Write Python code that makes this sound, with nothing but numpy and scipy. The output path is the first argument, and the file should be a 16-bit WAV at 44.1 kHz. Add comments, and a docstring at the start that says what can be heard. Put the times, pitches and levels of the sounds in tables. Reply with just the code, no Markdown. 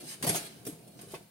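"""Dishwasher rack on its rails

Close up in a quiet kitchen, in stereo: a wire dishwasher rack is pushed along its rails by hand.
Its wheels rumble and scrape; it jolts over the rail joints in a quick clatter, then bumps twice more.
Every contact rings the steel wires and the hollow tub, and dies away in the tub and the room."""
import sys
import numpy as np
from scipy import signal
from scipy.fft import rfft, irfft
from scipy.io import wavfile

SR = 44100
rng = np.random.default_rng(int(sys.argv[2]) if len(sys.argv) > 2 else 0)


def materialize(psi):
    """Save the field psi as 16-bit PCM at rate SR to the path in sys.argv[1].

    A 1-D psi becomes a single channel; in a 2-D psi each row is a channel.
    """
    bounded = np.clip(np.atleast_2d(psi).T, -1, 1)
    quanta = np.round(bounded * 32767).astype(np.int16)
    wavfile.write(sys.argv[1], SR, quanta)


N = 57330

RING_SAMPLES = int(.7 * SR)
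MESH_LOW_HZ, MESH_TOP_HZ = 800.2, 16090  # span of the many weak wire modes
HEAVE_HZ = 139  # the tub's first heave under a thud


def amp(db):
    """Decibels to gain."""
    return 10 ** (np.asarray(db) / 20)


def value_at(points, hz):
    """Reads a curve on a log-frequency axis."""
    pitches, values = np.transpose(points)
    return np.interp(np.log(hz + 1), np.log(abs(pitches) + 1), values)


def add(mix, start_s, sound):
    """Mixes a sound in at start_s."""
    part = mix[:, round(start_s * SR):][:, :sound.shape[1]]
    part += sound[:, :part.shape[1]]


def colour(x, spectrum, size=4096):
    """Minimum-phase filter from rows of frequency_hz, gain_db."""
    log_gain = np.log(amp(value_at(spectrum, abs(np.fft.fftfreq(size, 1 / SR)))))
    taps = np.fft.ifft(np.exp(np.conj(signal.hilbert(log_gain)))).real[:size // 2]
    return signal.fftconvolve(x, taps[None], axes=1)[:, :x.shape[1]]


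def diffuse_noise(count):
    """White noise at the microphones, alike on both sides in the bass and unrelated in the treble."""
    # Likeness of left and right: frequency_hz, correlation
    likeness = [(60, .99), (125, .95), (250, .7), (500, .42), (1000, .05), (16000, 0)]
    alike = value_at(likeness, np.fft.rfftfreq(count, 1 / SR))
    mid, side = rfft(rng.standard_normal((2, count))) * np.sqrt([(1 + alike) / 2, (1 - alike) / 2])
    return irfft(np.array([mid + side, mid - side]), count)


def room_tone():
    """The faint, steady hush of the kitchen."""
    # Spectrum of the quiet room: frequency_hz, gain_db
    hush_spectrum = [(25, -4.5), (150, -2.5), (500, -2), (1500, -13.5), (8000, -17), (16000, -5)]
    hush = colour(diffuse_noise(N), hush_spectrum)
    return amp(-63) * hush / np.sqrt(np.mean(hush ** 2))


def reflections(decay, ripple_db, ripple_step_hz=257.5):
    """A dense tail with an uneven spectrum, each band dying at its own speed."""
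    hz, t, bands = signal.stft(diffuse_noise(RING_SAMPLES), SR, nperseg=256)
    rate = np.log(1000) / value_at(decay, hz)[:, None]
    fading = bands * np.exp(-rate * t) * np.sqrt(2 * rate / SR)
    tail = signal.istft(fading, SR, nperseg=256)[1][:, :RING_SAMPLES]
    bass_dip = [(HEAVE_HZ, -2.5), (MESH_LOW_HZ / 2, 0)]  # the deepest bass scatters less
    ripple_hz = MESH_LOW_HZ + ripple_step_hz * np.arange(len(ripple_db))
    return colour(tail, bass_dip + list(zip(ripple_hz, ripple_db)))


def mode(hz, energy_db, t60_s):
    """One dying resonance, as a complex wave."""
    rate = np.log(1000) / t60_s
    wave = np.exp((2j * np.pi * hz - rate) * np.arange(RING_SAMPLES) / SR)
    return 2 * amp(energy_db) * np.sqrt(rate / SR) * wave


def stereo_mode(hz, energy_db, t60_s, phases=None, spread_hz=1700):
    """A mode at the two microphones: unless given phases, in step in the bass and apart higher up."""
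    if phases is None:
        phases = np.array([1, -1]) * min(hz / spread_hz, np.pi / 4)
    return (np.exp(1j * phases)[:, None] * mode(hz, energy_db, t60_s)).imag


def tub_ring():
    """The low modes of the hollow tub."""
    # Tub modes: pitch_hz
    pitches = [126, 166, 202, 278, 314, 400, 480, 557, 661, 702, 812]
    # Their strengths: level_db
    levels = [-33.5, -26.5, -24.5, -37.5, -29, -30, -34, -36, -25.5, -26.5, -34]
    return sum(stereo_mode(hz, db, t60_s=.27) for hz, db in zip(pitches, levels))


def mesh_ring(count=160):
    """The rack's many weak wire modes, scattered through the mids and treble."""
    pitches = MESH_LOW_HZ + (MESH_TOP_HZ - MESH_LOW_HZ) * (np.arange(count) + rng.random(count)) / count
    levels = 2 * rng.standard_normal(count)
    phases = rng.uniform(0, 2 * np.pi, (count, 2))
    mesh = sum(stereo_mode(hz, db, t60_s=.17, phases=pair) for hz, db, pair in zip(pitches, levels, phases))
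    return amp(-11.5) * mesh / np.linalg.norm(mesh[0])


def clear_wires():
    """The longest-ringing steel wires, one mode a row."""
    # Wire modes: pitch_hz
    pitches = [3838, 4742, 5439, 6520, 6999, 7924, 8486, 8571, 8947, 10144, 10791, 10827, 11311, 15434]
    # Their strengths: level_db
    levels = [-36, -20, -20.5, -22.5, -31, -30, -17.5, -22, -32, -33, -20, -29, -18, -21]
    return np.array([mode(hz, db, t60_s=.24) for hz, db in zip(pitches, levels)])


def contact_response(ringing, wires):
    """One place on the rails: the common ringing, its own mix of clear wires, and its reflections."""
    # Decay of the clatter inside the tub: frequency_hz, t60_s
    tub_decay = [(100, 0.095), (400, 0.061), (2000, 0.099), (12000, 0.05)]
    # Decay of the kitchen: frequency_hz, t60_s
    room_decay = [(100, 0.82), (600, 0.6), (3000, 0.67), (14000, 0.22)]
    ripple_db = 3.5 * np.minimum(rng.standard_normal(80), 1.3)  # each place favours its own wire clusters
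    wire_mix = rng.rayleigh(np.sqrt(.5), len(wires)) * np.exp(2j * np.pi * rng.random((2, len(wires))))
    in_tub = amp(-.5) * reflections(tub_decay, ripple_db)
    in_room = amp(-8.5) * reflections(room_decay, ripple_db)
    return ringing + (wire_mix @ wires).imag + in_tub + in_room


def rubbing(ringing, wires, levels, spectrum, contacts_per_s, uneven_db, places=5, dwell_s=.09):
    """A stream of tiny uneven contacts shakes the rack from one place on the rails after another."""
    t = np.arange(N) / SR
    sizes = amp(uneven_db * np.minimum(rng.exponential(1, N), 4)) * rng.choice([-1, 1], N)
    contacts = sizes * (rng.random(N) < contacts_per_s / SR)
    place = (t / dwell_s + rng.random(N)).astype(int) % places
    forces = colour(contacts * (place == np.arange(places)[:, None]), spectrum)
    forces *= amp(np.interp(t, *np.transpose(levels))) / forces.sum(0).std()
    soft_wires = amp(-7) * wires  # rubbing rings the clear wires less than a knock does
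    return sum(signal.fftconvolve(force[None], contact_response(ringing, soft_wires), axes=1)[:, :N]
               for force in forces)


def wheel_rumble(ringing, wires):
    """The wheels roll along the rails with a low rumble."""
    # Course of the rolling: time_s, level_db
    levels = [(0, -46), (.12, -58), (.175, -58.5), (.21, -53), (.40, -48.5), (.48, -54.5), (.60, -52.5),
              (.72, -55.5), (.85, -53.5), (.92, -57), (1.02, -49.5), (1.08, -56), (1.199, -55), (1.25, -68),
              (1.3, -75)]
    # Spectrum of the rolling force: frequency_hz, gain_db
    spectrum = [(30, 0), (100, 1.5), (170, -0.5), (280, -3), (420, -7.5), (700, -8.5), (1000, -19),
                (2500, -34), (8000, -56)]
    return rubbing(ringing, wires, levels, spectrum, contacts_per_s=700, uneven_db=4)


def wheel_scrape(ringing, wires):
    """The wheels scrape on the rails in dense, bright contacts."""
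    # Course of the scraping: time_s, level_db
    levels = [(0, -40), (.025, -51), (.04, -48.5), (0.071, -46), (0.087, -39.5), (0.134, -40.5),
              (.165, -60.5), (.22, -52.5), (0.369, -32.5), (.41, -45), (0.461, -42.5), (0.483, -54),
              (.63, -60), (.69, -50.5), (.77, -60), (.95, -60), (1.02, -52.5), (1.07, -58), (1.12, -48),
              (1.18, -61), (1.3, -66)]
    # Spectrum of the scraping force: frequency_hz, gain_db
    spectrum = [(200, -23.5), (700, 0), (1150, 2), (2000, 0.5), (4500, 4), (7500, -0.5), (9000, 1.5),
                (12000, -2), (16000, 0)]
    return rubbing(ringing, wires, levels, spectrum, contacts_per_s=2500, uneven_db=2)


def rack_knocks(ringing, wires, bounces=6, chatter_s=.007):
    """Each knock, a blow and a few small bounces, shakes the rack, rings one part and heaves the tub."""
    # Knocks of the rack on its rails:
    # start_s, thud_db, body_db, clack_db, clank_db, ping_db, tick_db, part_pitch_hz, part_level_db
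    knocks = [ (.2260, 1.5, -3.5, 0.5, 2, -3, 1, 15450, -14),
              (0.2384, -4.5, 1.5, -1.5, -4.5, -9, -4, 258, -8), (.2450, -2, 6, 5, -6, -6.5, 1, 800, -13),
              (0.2668, 9, -3, 12, -2.5, 0.5, 5, 489, -14),
              (0.2744, 10.5, 6.5, -1, -1.5, -1.5, -4, 736, -12),
              (.2890, -2, 5, -1, -0.5, -0.5, -6, 5570, -17), (.2930, 7, 6, 7.5, -2, 2.5, -5, 10840, -3.5),
              (.3020, 10.5, -3, 1, -10, -12, -14, 315, -14.5),
              (.3280, -12, 4, 2, -13, -25, -10, 8550, -16.5), (.3455, 2, -7, 3.5, -0.5, -6.5, 0, 700, -10),
              (.3540, -7, 6, -4, -5, -3.5, 3, 392, -14), (.3600, -1.5, 0.5, 2, -8.5, -8, 3, 6450, -8),
              (.3720, -6, -2.5, -7, -18, -36, -19, 6500, -8.5),
              (.6510, -8, -9, -12, -17, -17.5, -15, 8540, -38),
              (0.665, -7, 0, -7, -17.5, -11.5, -11, 5440, -24),
              (0.6679, -3, 1.5, -10, -13.5, -10, -2, 262, -17.5),
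              (0.684, -2.5, -2, -23, -30, -19, -18, 292, -13),
              (0.727, -5, -13, -22, -30, -27, -35, 174, -21),
              (0.876, -18, -21, -24, -31.5, -26.5, -30, 8570, -44),
              (0.991, -15, -10, -20, -18, -32, -32, 690, -30),
              (1.0130, -15.5, -12.5, -28, -23, -19.5, -16, 8700, -29),
              (1.0340, -30, -12, -29, -33, -42, -30, 370, -23),
              (1.119, -4, -16, -25, -23.5, -23.5, -10, 8750, -34),
              (1.1370, -9.5, -2.5, -2.5, -23, -26.5, -20, 373.5, -15.5),
              (1.1420, -7.5, -11, -8, -12, -33, -9, 1107, -15),
              (1.1489, -1.5, -7, -10, -14, -24, -21, 2580, -21.5)]
    # Bands from thud to tick: low_hz, high_hz
    bands = (70, 171), (273, 450), (666, 900), (1340, 4440), (8700, 11500), (14000, 16000)
    out = np.zeros((2, N))
    for start_s, *band_db, part_hz, part_db in knocks:
        blow = np.zeros((1, SR // 10))
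        blow[0, 0] = 1
        bounce_at = np.maximum(rng.random(bounces) * chatter_s * SR, 1).astype(int)
        blow[0, bounce_at] += amp(-7.5) * rng.choice([-1, 1], bounces)
        spectrum = [(hz, db) for band, db in zip(bands, band_db) for hz in band]
        force = colour(blow / np.linalg.norm(blow), spectrum)
        add(out, start_s, signal.fftconvolve(force, contact_response(ringing, wires), axes=1))
        add(out, start_s, stereo_mode(part_hz, part_db, t60_s=.066))
        add(out, start_s, stereo_mode(HEAVE_HZ, band_db[0] - 23.5, t60_s=.055))
    return out


def scene():
    """Scraping, rolling and knocks sound through the rack, over the quiet kitchen."""
    # Tone of the rack as a whole: frequency_hz, gain_db
    rack_spectrum = [(25, -24), (60, -17.5), (85, -12), (120, -1), (400, 2), (700, -3), (1100, -4.5),
                     (2000, -0.5), (4000, -3), (6500, -2.5), (7700, -3), (8600, 3), (10800, 1.5),
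                     (12500, -1.5), (14500, -15.5), (15600, -9.5)]
    ringing = tub_ring() + mesh_ring()
    wires = clear_wires()
    wheels = wheel_scrape(ringing, wires) + wheel_rumble(ringing, wires)
    return room_tone() + colour(wheels + rack_knocks(ringing, wires), rack_spectrum)


def record(dry):
    """The recorder's band limit takes off the highest treble."""
    cutoff_hz = 15850
    lowpass = signal.firwin(401, cutoff_hz, window=("kaiser", 8), fs=SR)
    return signal.oaconvolve(dry, lowpass[None], "same")


dry = scene()
out = record(dry)
materialize(out)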